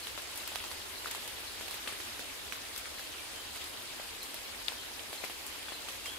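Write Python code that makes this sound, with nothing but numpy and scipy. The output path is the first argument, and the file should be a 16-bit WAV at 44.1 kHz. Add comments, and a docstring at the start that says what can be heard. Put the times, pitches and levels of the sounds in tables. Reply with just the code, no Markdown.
"""Steady rain in a forest, heard from under the canopy through a spaced pair of microphones.
From the start far drops merge into a hiss, nearer ones patter, and a distant small bird chips faintly.
Close by, big drips from the canopy smack single leaves and spray, thickest in the first two seconds.
From about 3 s a second far bird whistles now and then. The hardest drip lands at 4.7 s, to the left,
and a quick run of whistles comes just before the end."""
import sys
import numpy as np
from scipy import signal
from scipy.io import wavfile
from scipy.ndimage import uniform_filter1d

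SR = 44100
rng = np.random.default_rng(int(sys.argv[2]) if len(sys.argv) > 2 else 0)


def dump_mix(stems):
    """Bounce the given channels to the path in sys.argv[1] as a 16-bit WAV at rate SR."""
    frames = np.atleast_2d(stems).T  # one column per channel
    limited = np.clip(frames, -1, 1)  # hard clip at full scale
    pcm = np.round(limited * 32767).astype(np.int16)
    wavfile.write(sys.argv[1], SR, pcm)


N = 272538


def from_db(db):
    """Decibels to gain."""
    return 10 ** (np.asarray(db) / 20)


def unit_rms(x):
    """Scale to unit rms."""
    return x / np.sqrt(np.mean(x ** 2) + 1e-20)


def unit_peak(x):
    """Scale each channel to unit peak."""
    return x / np.max(np.abs(x), axis=1, keepdims=True)


def unit_onset(x):
    """Scale each channel to unit rms over its first 5 ms."""
    return x / np.sqrt(np.mean(x[:, :SR // 200] ** 2, axis=1, keepdims=True))


def at_hz(table, hz):
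    """Read a spectrum table on a log-frequency axis."""
    table_hz, values = np.transpose(table)
    return np.interp(np.log(hz), np.log(table_hz), values)


def pan(db):
    """Microphone gains for a sound that is db louder on the left."""
    return from_db([[db / 2], [-db / 2]])


def drift(rate_hz):
    """Slow random wander of unit rms."""
    pole = np.exp(-2 * np.pi * rate_hz * 40 / SR)      # one step every 40 samples
    slow = signal.lfilter([1], [1, -2 * pole, pole * pole], rng.standard_normal(N // 40 + 2002))[2000:]
    return np.interp(np.arange(N) / 40, np.arange(len(slow)), unit_rms(slow))


def ring(clicks, hz, cycles, zeros=(.5, 0, -.5)):
    """A click rings a leaf, dying by 60 dB in so many cycles; by default a thin one, without bass."""
    decay = from_db(-60 * hz / (cycles * SR))
    angle = 2 * np.pi * hz / SR
    return signal.lfilter(zeros, [1, -2 * decay * np.cos(angle), decay * decay], clicks + 1e-18)


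def add(out, sound, start_s):
    """Mix a short sound in at a given time."""
    i = round(start_s * SR)
    out[:, i:i + sound.shape[1]] += sound[:, :N - i]


# A small bird far off to the left, repeating one chip: (time [s], level [dB])
BIRD_CHIPS = [(0.019, -49), (.967, -49), (1.462, -49.5), (2.972, -51), (3.5, -52), (4.21, -48),
              (4.809, -50), (5.172, -50.5), (5.725, -47.5)]
# A second far bird, whistling level notes:
# (time [s], length [s], pitch [Hz], level [dB], left over right [dB])
BIRD_WHISTLES = [(3.18, 0.042, 2346, -55, -4), (3.352, 0.075, 3140, -50.5, 0), (4.78, 0.027, 3160, -48, 4),
                 (5.68, 0.022, 3465, -46.5, -5), (6.044, .022, 2760, -48, 0),
                 (6.058, 0.046, 3160, -44.5, 0), (6.087, 0.062, 3356, -47.5, 1), (6.145, .05, 3300, -55, 1)]


def far_birds(echo_db, echo_s):
    """Raspy whistles, smeared by echoes from the trunks; a chip drops fast in pitch and levels off."""
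    chip_s, chip_first_hz, chip_last_hz, glide_s, chip_pan_db = 0.027, 4624, 4050, 0.0054, 4
    chip_rasp_hz, whistle_rasp_hz = 110, 45      # how far the pitch wavers
    notes = [(s, chip_s, chip_first_hz, chip_last_hz, chip_rasp_hz, db, chip_pan_db)
             for s, db in BIRD_CHIPS]
    notes += [(s, length_s, hz, hz, whistle_rasp_hz, db, pan_db)
              for s, length_s, hz, db, pan_db in BIRD_WHISTLES]
    out, waver = np.zeros((2, N)), drift(130)
    for s, length_s, first_hz, last_hz, rasp_hz, db, pan_db in notes:
        progress = np.linspace(0, 1, round(length_s * SR))
        glide = (first_hz - last_hz) * np.exp(-progress * length_s / glide_s)
        rasp = rasp_hz * np.roll(waver, -round(s * SR))[:len(progress)]
        phase = 2 * np.pi * np.cumsum(last_hz + glide + rasp) / SR
        envelope = np.sqrt(2 * np.sin(np.pi * progress).clip(0))
        add(out, pan(pan_db) * from_db(db) * envelope * np.sin(phase), s)
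    t = np.arange(SR // 5) / SR
    trunks = rng.standard_normal((2, len(t))) * np.exp(-t / echo_s)
    trunks = from_db(echo_db) * trunks / np.sqrt(np.sum(trunks ** 2, axis=1, keepdims=True))
    return out + signal.fftconvolve(out, trunks, axes=1)[:, :N]


# Colour of the rain on the forest all around: (frequency [Hz], relative density [dB])
RAIN_SPECTRUM = [(15, -28), (25, -9), (76, 1), (152, -14.5), (248, -3.5), (352, -1.5), (513, -4),
                 (1010, -3.5), (1280, -5), (3130, -1.5), (4450, -3.5), (5980, -8.5), (10500, -9.5),
                 (13400, -12), (15800, -23.5)]
# How alike the far rain is at the two microphones: (frequency [Hz], correlation [0-1])
HISS_CORRELATION = [(60, 0.79), (180, 0.083), (550, 0.057), (1650, 0.23), (4970, 0.091), (15000, 0.32)]
# Which way the far rain leans: (frequency [Hz], left over right [dB])
HISS_BALANCE = [(60, 2), (15000, -0.5)]


def far_hiss(swell, patchy_db):
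    """Far drops blur into third-octave bands of noise; spray makes all but the bass swell together."""
    out, edges = 0, 20 * 2 ** (np.arange(30) / 3)
    white = rng.standard_normal((2, 2, N + SR // 4))      # a run-in lets the filters settle
    for k, (low, high) in enumerate(zip(edges, edges[1:])):
        bandpass = signal.butter(3, [low, high], "band", fs=SR, output="sos")
        mid, side = signal.sosfilt(bandpass, white[k % 2])[:, -N:]
        hz = np.sqrt(low * high)
        alike = at_hz(HISS_CORRELATION, hz)
        band = np.sqrt(1 + alike) * mid + np.sqrt(1 - alike) * side * [[1], [-1]]
        band[1] = np.roll(band[1], 3 * (hz < 7200))      # duller rain reaches the left microphone first
        spray = swell[int(hz > 5500)] / (1 + (400 / hz) ** 2)      # droplets are too small to make bass
        gain = from_db(at_hz(RAIN_SPECTRUM, hz) + patchy_db * drift(19.0)) * np.sqrt(1 + spray)
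        out = out + gain * pan(at_hz(HISS_BALANCE, hz)) * band
    power = uniform_filter1d(np.mean(out ** 2, axis=0), size=2000)
    return out / np.sqrt(np.median(power))


def patter(drops_per_s, spread_db, cycles):
    """Nearer drops land at random on leaves of all sizes, all around; each rings briefly."""
    out, leaves_hz = np.zeros((2, N)), np.geomspace(450, 13000, 22)
    sizes = from_db(spread_db * np.minimum(rng.exponential(1, N), 3)) * rng.choice([-1, 1], N)
    clicks = sizes * (rng.random(N) < drops_per_s / SR)
    bearing, leaf_hit = rng.uniform(0, np.pi / 2, N), rng.integers(0, len(leaves_hz), N)
    left = clicks * np.cos(bearing)
    right = np.roll(clicks * np.sin(bearing), 9)      # the microphones are spaced apart
    for k, hz in enumerate(leaves_hz):
        hits = np.array([left, right]) * (leaf_hit == k)
        colour = from_db(at_hz(RAIN_SPECTRUM, hz)) * hz ** 1.7      # lifts small leaves: they ring less
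        out += colour * ring(ring(hits, hz, cycles), hz, cycles)
    return unit_rms(out)


# Showers of droplets that some drips shake off the nearby foliage: (time [s], level [dB])
DROPLET_SHOWERS = [(1.0571, -59), (1.1108, -66), (1.1464, -53.5), (1.8745, -53), (2.5223, -52),
                   (3.546, -54.5), (3.61, -55), (4.6822, -56), (5.2401, -56.5), (5.885, -51.5),
                   (6.0564, -51.5)]


def spray_swell(rise_s, fall_s, base_db, tick_share):
    """Power that droplets and echoes add to the hiss, dull and bright; a level of base_db counts as 1."""
    bursts = np.zeros((2, N))
    for s, smack_db, _, _, _, tick_db, _ in CANOPY_DRIPS:
        spray_db = -56.5 + 0.23 * (smack_db + 35) - base_db      # a harder smack throws more spray
        bright_db = tick_share * (tick_db - smack_db + 14.5)      # a bright tick also sprays brightly
        bursts[:, round(s * SR)] += from_db([spray_db, spray_db + bright_db]) ** 2
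    for s, db in DROPLET_SHOWERS:
        bursts[:, round(s * SR)] += from_db(db - base_db) ** 2
    t = np.arange(SR // 4) / SR
    envelope = (1 - np.exp(-t / rise_s)) * np.exp(-t / fall_s)
    return signal.fftconvolve(bursts, envelope[None], axes=1)[:, :N].clip(0)


# Strength of the rain's hiss at the microphones: (time [s], level [dB])
RAIN_LEVEL = [(0.0, -43), (2.2, -42.5), (2.44, -43.5), (6.18, -43.5)]


def steady_rain(patter_over_hiss_db):
    """Rain on the surrounding forest: far hiss and nearer patter share one almost even level."""
    times, levels_db = np.transpose(RAIN_LEVEL)
    level = from_db(np.interp(np.arange(N) / SR, times, levels_db))
    swell = spray_swell(rise_s=0.0014, fall_s=0.014, base_db=-56.5, tick_share=0.35)
    far = far_hiss(swell, patchy_db=1.3)
    nearer = patter(drops_per_s=300, spread_db=3.5, cycles=14.0)
    return level * (far + from_db(patter_over_hiss_db) * nearer)


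# Big drips from the canopy onto single leaves close to the microphones: (time [s], smack peak [dB],
# leaf pitch [Hz], ring length [cycles], thud onset [dB], tick onset [dB], left over right [dB])
CANOPY_DRIPS = [(0.0699, -26.5, 3320, 4.7, -46.5, -46, -4), (0.1765, -45, 3250, 3, -41.5, -62, 11),
                (0.1795, -44, 2500, 2.5, -60, -62, 10), (0.219, -38, 2800, 4, -65, -48, 5),
                (0.3568, -43, 3500, 4, -50, -44, 2), (0.3745, -46, 2500, 4, -66, -40, 6),
                (0.475, -34, 3500, 3, -46.5, -39, 4), (0.5185, -61, 2430, 4, -48, -65, -5),
                (0.5508, -36, 3300, 6, -65, -62, -8), (0.5571, -23.5, 2980, 2.2, -42.5, -43, -13),
                (0.6019, -31.5, 2550, 4.8, -65, -69, 3), (0.6393, -37, 3180, 3, -44, -51, 7),
                (0.6481, -36, 3000, 2.5, -60, -60, -10), (0.7138, -30, 3620, 2.6, -43, -54, -1),
                (1.045, -31, 1850, 5, -53, -62, -2), (1.0578, -26.5, 1320, 5.6, -63, -57, 6),
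                (1.0712, -30, 3520, 6.5, -61, -50, -8), (1.072, -34, 3550, 3.2, -61, -52, -4),
                (1.1086, -38, 2500, 2.3, -58, -56, -12), (1.1118, -35, 2500, 2.4, -58, -37, 5),
                (1.1477, -45, 2720, 4, -43.5, -62, -3), (1.276, -53, 2800, 4, -58, -43, -0.5),
                (1.6095, -36, 2780, 4, -45, -48, -2), (1.681, -36, 2300, 4.5, -49, -49, -12),
                (1.7096, -29, 4400, 4.4, -48, -41, -4), (1.742, -36, 2000, 4, -49, -43, -3),
                (1.8745, -22.5, 1900, 2.5, -47, -63, 1), (1.8769, -26, 3450, 7, -50, -63, 6),
                (1.924, -38, 1300, 4, -47, -56, 8), (2.0017, -33.5, 1990, 4.3, -53, -55, -13),
                (2.1931, -31, 1680, 4.4, -46, -46, 5), (2.523, -25.5, 2200, 4, -61, -50, -13.5),
                (2.7616, -32, 4840, 4.5, -60, -51, 20), (2.7764, -40, 4170, 2.5, -60, -46, 12),
                (2.7784, -51, 4170, 4, -67, -39, 5), (2.8556, -32, 1970, 5.5, -69, -60, 11),
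                (2.994, -38, 1620, 10, -62, -54, 7), (3.559, -34, 3060, 6.5, -64, -49, -4),
                (3.64, -38, 3350, 4, -65, -43, -1.5), (3.9979, -46, 1990, 4, -45, -68, 12),
                (4.23, -47, 2600, 4, -52, -42, 3), (4.3425, -38, 2000, 4, -47.5, -40, -2),
                (4.6823, -16.5, 3650, 7.6, -58, -47, 13), (4.6836, -34, 2770, 9, -61, -58, 22),
                (4.72, -44, 2530, 4, -48, -65, 14), (4.9938, -34.5, 3300, 12, -71, -64, -16),
                (5.1291, -31, 2310, 3, -41, -45, 1), (5.238, -43, 1750, 4, -44, -56, 21.5),
                (5.241, -30.5, 2360, 5.8, -47, -55, 17), (5.248, -29, 3390, 3.2, -52, -43, -1),
                (5.298, -34, 2200, 4, -43, -57, -2), (5.465, -51, 2390, 4, -67, -42, 10),
                (5.683, -38, 1420, 7.7, -56, -66, 12), (5.7202, -49, 2340, 4, -47.5, -62, 19),
                (5.885, -32, 3680, 4, -45.5, -55, -1), (6.0585, -35, 2240, 16, -69, -46, -2)]


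def close_drips(contact, lead_s, burst_s, thud_s, tick_s, thud_pitch_ratio):
    """A drop touches, then bursts into a dying run of impacts that shakes leaf, stem and water film."""
    out, t = np.zeros((2, N)), np.arange(1500) / SR - lead_s
    touch = np.exp(np.minimum(t, 0) / (lead_s / 4))      # faint while the tip of the drop spreads
    treble = signal.butter(2, 7000, "high", fs=SR, output="sos")
    wet = signal.butter(2, 6000, fs=SR, output="sos")      # the water film dulls the blade
    for s, smack_db, leaf_hz, cycles, thud_db, tick_db, pan_db in CANOPY_DRIPS:
        impacts = rng.standard_normal((3, 2, len(t))) * touch
        impacts[:2, :, round(lead_s * SR)] = contact      # the body of the drop hits hardest
        on_blade, on_stem, on_film = impacts
        # a soft contact keeps its bass and loses its treble
        slap = ring(on_blade * np.exp(-t / burst_s), leaf_hz, cycles / 2, zeros=[1])
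        # a stiff blade snaps once, a loose one rings on
        smack = signal.sosfilt(wet, ring(slap, leaf_hz, cycles))
        thud_hz = thud_pitch_ratio * leaf_hz
        push = ring(on_stem * np.exp(-t / thud_s), thud_hz, cycles=1.0)      # a soft, broad blow
        thud = ring(push, thud_hz, cycles=5.0)
        thud += 1.2 * ring(push, thud_hz * 0.5, cycles=2.5)      # the stem adds a lower mode
        tick = signal.sosfilt(treble, ring(on_film * np.exp(-t / tick_s), hz=11500, cycles=2.0))
        drip = (from_db(smack_db) * unit_peak(smack)
                + from_db(thud_db) * unit_onset(thud)
                + from_db(tick_db) * unit_onset(tick))
        add(out, pan(pan_db) * drip, s)
    return out


def scene():
    """Rain all around, drips close by and birds far off, as they reach the microphones."""
    rain = steady_rain(patter_over_hiss_db=-10.5)
    drips = close_drips(contact=15.0, lead_s=.0007, burst_s=.0024, thud_s=.0025, tick_s=.0016,
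                        thud_pitch_ratio=0.27)
    return rain + drips + far_birds(echo_db=-1.5, echo_s=0.045)


def record(dry):
    """The top of the treble is cut off steeply."""
    cutoff_hz = 15950
    return signal.sosfilt(signal.cheby2(22, 60, cutoff_hz, fs=SR, output="sos"), dry)


dry = scene()
out = record(dry)
dump_mix(out)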